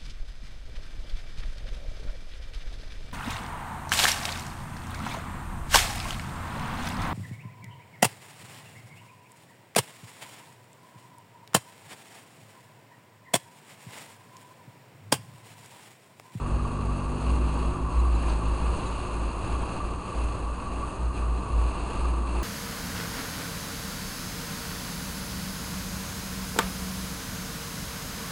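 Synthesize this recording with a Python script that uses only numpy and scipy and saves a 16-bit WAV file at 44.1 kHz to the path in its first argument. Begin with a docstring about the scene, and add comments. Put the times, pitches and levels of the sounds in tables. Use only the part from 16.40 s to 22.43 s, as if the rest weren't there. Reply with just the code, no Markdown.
"""On a city street, a one-cylinder motorcycle speeds up between lines of humming traffic, heard from a
small camera on the rider. The exhaust drone rises in pitch and fades under the wind. Gusts boom in a
hollow at the microphone, while the air rushes past, hisses through the ringing camera case and half
whistles over an edge. Now and then something squeaks faintly."""
import sys
import numpy as np
from scipy import signal
from scipy.fft import rfft, irfft, next_fast_len
from scipy.io import wavfile

SR = 44100
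rng = np.random.default_rng(int(sys.argv[2]) if len(sys.argv) > 2 else 0)


def dump(signal):
    """Clip the signal to [-1, 1] and save it as 16-bit WAV at the path in sys.argv[1]."""
    limited = np.clip(np.atleast_2d(signal).T, -1, 1)
    pcm = np.round(limited * 32767).astype(np.int16)
    wavfile.write(sys.argv[1], SR, pcm)


N = 265923


def undb(db):
    """Turn decibels into a number to multiply a sound by."""
    return 10 ** (np.asarray(db) / 20)


def unit(x):
    """Scale a sound so that its average strength (rms) is 1."""
    return x / np.sqrt(np.mean(x ** 2))


def curves(table):
    """Join the rows of a time table with straight lines, giving one value per sample."""
    time_s, *columns = np.transpose(table)
    return [np.interp(np.arange(N) / SR, time_s, column) for column in columns]


def colour(points, hz):
    """How strong each frequency is, read from rows of pitch_hz, level_db."""
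    pitch_hz, level_db = np.transpose(points)
    return undb(np.interp(np.log(np.maximum(hz, 1)), np.log(pitch_hz), level_db))


def noise(gain):
    """Noise of strength 1, with its frequencies weighted by the function gain(hz)."""
    size = next_fast_len(N)
    hz = np.arange(size // 2 + 1) * SR / size
    spectrum = rfft(rng.standard_normal(size)) * gain(hz)
    return unit(irfft(spectrum, size)[:N])


def ringing(bands):
    """Noise that rings around a few pitches, given as rows of pitch_hz, width_hz, level_db."""
    def gain(f):
        peaks = [undb(db) / (1 + ((f - hz) / (0.77 * width)) ** 2) for hz, width, db in bands]
        return np.sqrt(sum(peak ** 2 for peak in peaks))
    return noise(gain)


def wander(rate_hz):
    """A smooth random curve of typical size 1 that changes about rate_hz times a second."""
    return noise(lambda f: 1 / (1 + (f / rate_hz) ** 4))


def tone(hz, waver, rate_hz):
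    """A pure note whose pitch wavers by the fraction waver."""
    pitch_hz = hz * (1 + waver * wander(rate_hz))
    return np.sin(2 * np.pi * np.cumsum(pitch_hz) / SR)


def swell(start_s, length_s):
    """A rounded rise and fall of height 1."""
    progress = np.clip((np.arange(N) / SR - start_s) / length_s, 0, 1)
    return np.sqrt(np.abs(np.sin(np.pi * progress)))


def gust(start_s, length_s, rise_s=0.061, fall_s=0.076, sag_db_per_s=15):
    """The strength of one gust: it builds quickly, eases and dies away."""
    age_s = np.arange(N) / SR - start_s
    ramp = np.clip(np.minimum(age_s / rise_s, (length_s - age_s) / fall_s), 0, 1)
    return ramp * undb(-sag_db_per_s * np.clip(age_s, 0, length_s))


def traffic():
    """The cars alongside blend into a hollow hum; their tyre noise swells and fades with it."""
    # Loudness of the hum: time_s, level_db
    hum_levels = [(0, -54.5), (.8, -50), (1.3, -42.5), (2.2, -44.5), (3, -45), (3.8, -51.5), (4.6, -49),
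                  (5.3, -48), (6.03, -41.5)]
    level_db, = curves(hum_levels)
    hum = ringing([(295, 47, -2.5), (355, 15, 3)])
    tyres = undb(-1.5) * ringing([(1013, 170, 0)])
    return undb(level_db) * (hum + tyres)


def squeaks():
    """Brief, unsteady two-note squeaks and breathier rasps."""
    # Squeaks: start_s, length_s, low_pitch_hz, high_pitch_hz, level_db
    squeak_events = [(1.59, .018, 4000, 7080, -48), (1.747, .013, 3955, 7110, -48),
                     (1.891, .018, 4620, 6260, -47), (2.46, .017, 3990, 7060, -46)]
    # Rasps: start_s, length_s, pitch_hz, level_db
    rasp_events = [(1.19, .006, 4350, -49), (1.824, 0.029, 1640, -49), (4.757, 0.033, 2542, -49)]
    out = 0
    for start_s, length_s, low_hz, high_hz, db in squeak_events:
        low = tone(low_hz, waver=0.01638, rate_hz=140)
        high = undb(-4) * tone(high_hz, waver=0.0122, rate_hz=240)
        out += undb(db) * swell(start_s, length_s) * (low + high)
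    for start_s, length_s, hz, db in rasp_events:
        out += undb(db) * swell(start_s, length_s) * ringing([(hz, 350, 0)])
    return out


def edge_whistle(pitch_hz=1144):
    """Air blowing over an edge makes a breathy note that flutters and sometimes flares up."""
    # Sharp flares of the whistle: start_s, length_s, level_db
    flare_events = [(0.194, 0.011, -32), (.387, 0.0093, -33.5), (1.227, .012, -35), (1.652, 0.011, -27.5),
                    (2.254, 0.012, -37), (3.402, 0.016, -31), (4.42, 0.029, -32), (5.645, .016, -33)]
    flutter = undb(-46.5 + 2.5 * wander(35))
    flares = sum(undb(db) * swell(start_s, length_s) for start_s, length_s, db in flare_events)
    note = (flutter + flares) * tone(pitch_hz, waver=0.02815, rate_hz=55.9)
    breath = undb(-44.5) * ringing([(pitch_hz, 83, 0)])
    return note + breath


def wind():
    """One airflow makes a broad rush and a hiss that rings the case; both flutter as the air swirls."""
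    # Strength of the air flowing past the camera: time_s, level_db
    airflow = [(0.0, -52), (0.75, -52), (0.84, -47.5), (0.99, -49.5), (1.17, -47.5), (1.48, -54),
               (1.53, -49), (1.73, -51), (1.9, -44.5), (2.01, -50), (2.4, -46), (2.99, -50), (3.11, -47),
               (3.16, -49), (3.31, -47.5), (3.54, -51.5), (3.79, -48), (4.05, -52), (4.52, -50),
               (4.72, -55), (4.77, -48.5), (4.85, -53), (5.56, -46.5), (5.86, -53), (5.89, -48.5),
               (6.03, -47)]
    # Tone colour of the rush of air and road: pitch_hz, relative_level_db
    rush_colour = [(15, 12.5), (42, 11), (75, 7), (90, 10.5), (125, 1), (185, 4), (225, 2.5), (360, 1),
                   (430, -0.5), (770, -3), (950, 0), (1250, -5.5), (1900, -19.5), (3000, -38.5)]
    # Lower pitches at which the camera case rings: pitch_hz, width_hz, relative_level_db
    case_low = [(1580, 280, -5.5), (2145, 230, -10), (2518, 260, -2), (2710, 222, 1.5), (3293, 370, -10.5),
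                (4155, 550, -8.5), (4500, 496, -10.5)]
    # Higher pitches at which it rings: pitch_hz, width_hz, relative_level_db
    case_high = [(6540, 580, -6.5), (6900, 420, -8), (7720, 400, -11.5), (8357, 280, -0.5),
                 (9000, 440, -14.5), (9440, 280, -9), (9870, 158, 0)]
    air_db, = curves(airflow)
    average_db = np.mean(air_db)
    surge_db = air_db - average_db + 0.49 * wander(12.5)
    swirl_db = 0.68 * wander(28) + wander(180)
    rush = noise(lambda f: colour(rush_colour, f) / (1 + (f / 3500) ** 4))
    rush *= undb(-34.5 + 0.49 * surge_db + 0.7 * swirl_db)
    low_hiss = ringing(case_low) * undb(average_db + 0.5 + surge_db + 0.77 * swirl_db)
    high_hiss = ringing(case_high) * undb(-55 + 0.74 * surge_db + 0.65 * swirl_db + 0.63 * wander(60))
    return rush + low_hiss + high_hiss


def gust_boom(pitch_hz=57.34, lull_db=-39):
    """Gusts pump the air in a hollow at the microphone, which booms at its own low, drifting pitch."""
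    # Gusts hitting the microphone: start_s, length_s, level_db
    gusts = [(0.09, 0.22, -24), (0.377, 0.26, -24.5), (0.619, 0.18, -28.5), (0.818, 0.36, -20),
             (1.13, .25, -23), (1.393, .11, -21), (1.515, .32, -16.5), (1.794, 0.24, -21.5),
             (2.02, 0.19, -21.5), (2.182, 0.2, -20.5), (2.489, 0.18, -27.5), (2.705, .23, -29),
             (3.08, .23, -24.5), (3.383, 0.26, -28.5), (3.731, .23, -22.5), (3.98, 0.23, -28.5),
             (4.28, 0.3, -34.5), (4.588, .16, -22.5), (4.748, 0.31, -22.5), (5.1, 0.23, -17.5),
             (5.354, 0.16, -29.5), (5.57, 0.36, -22), (5.863, 0.21, -23)]
    pressure = undb(lull_db) + sum(undb(db) * gust(start_s, length_s) for start_s, length_s, db in gusts)
    drifting_hz = pitch_hz * (1 + 0.0208 * wander(1.62))
    flutter = undb(0.81 * wander(14))
    return pressure * flutter * tone(drifting_hz, waver=0.0191, rate_hz=13)


def engine():
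    """The cylinder fires every second turn, making a drone of many tones; a soft puff comes each turn."""
    # The engine speeding up: time_s, turns_per_s, level_db, brightness_db_per_octave
    ride = [(0, 47.3, -27.5, -4), (.4, 48.57, -28, -2.5), (1.1, 50.65, -32, 2), (1.5, 52.3, -32.5, -2.5),
            (2.1, 53.26, -33, -3.5), (2.6, 53.44, -35.5, -8.5), (3.1, 55.82, -37, -6),
            (3.6, 57.48, -38, -6), (4.2, 59.95, -41, -3.5), (5, 61.87, -36.5, -5), (5.4, 62.63, -39.5, -5),
            (6.03, 65.46, -43, -5)]
    # Exhaust tones, strongest at whole multiples: multiple_of_turn_rate, relative_level_db
    exhaust_tones = [(1, -4), (1.5, -11), (2, 0), (2.5, -14.5), (3, 1), (3.5, -24), (4, -6.5), (4.5, -31),
                     (5, -0.5), (5.5, -19), (6, -19.5), (7, -15)]
    turns_per_s, level_db, brightness = curves(ride)
    turns = np.cumsum(turns_per_s * (1 + 0.0025 * wander(7.5))) / SR
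    drone = 0
    for multiple, tone_db in exhaust_tones:
        tilt_db = brightness * np.log2(multiple / 2)  # easing the throttle darkens the note
        wave = np.sin(2 * np.pi * (multiple * turns + rng.random()))
        drone += undb(tone_db + tilt_db - 5.5) * wave
    drone *= undb(0.94 * wander(22))  # no two firings are equally strong
    pulse = (1 + np.cos(2 * np.pi * turns)) ** 2
    puffs = unit(pulse * ringing([(334, 200, 2), (504, 180, -8), (1040, 290, -3)]))
    return undb(level_db) * (drone + undb(-14.5) * puffs)


def scene():
    """All the sounds meet at one microphone."""
    return (engine() + traffic() + gust_boom() + wind() + edge_whistle() + squeaks())[None]


def record(dry):
    """The camera sharply cuts off the highest treble."""
    cutoff_hz = 10150
    return signal.sosfilt(signal.ellip(8, .2, 80, cutoff_hz, fs=SR, output="sos"), dry)


dry = scene()
out = record(dry)
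dump(out)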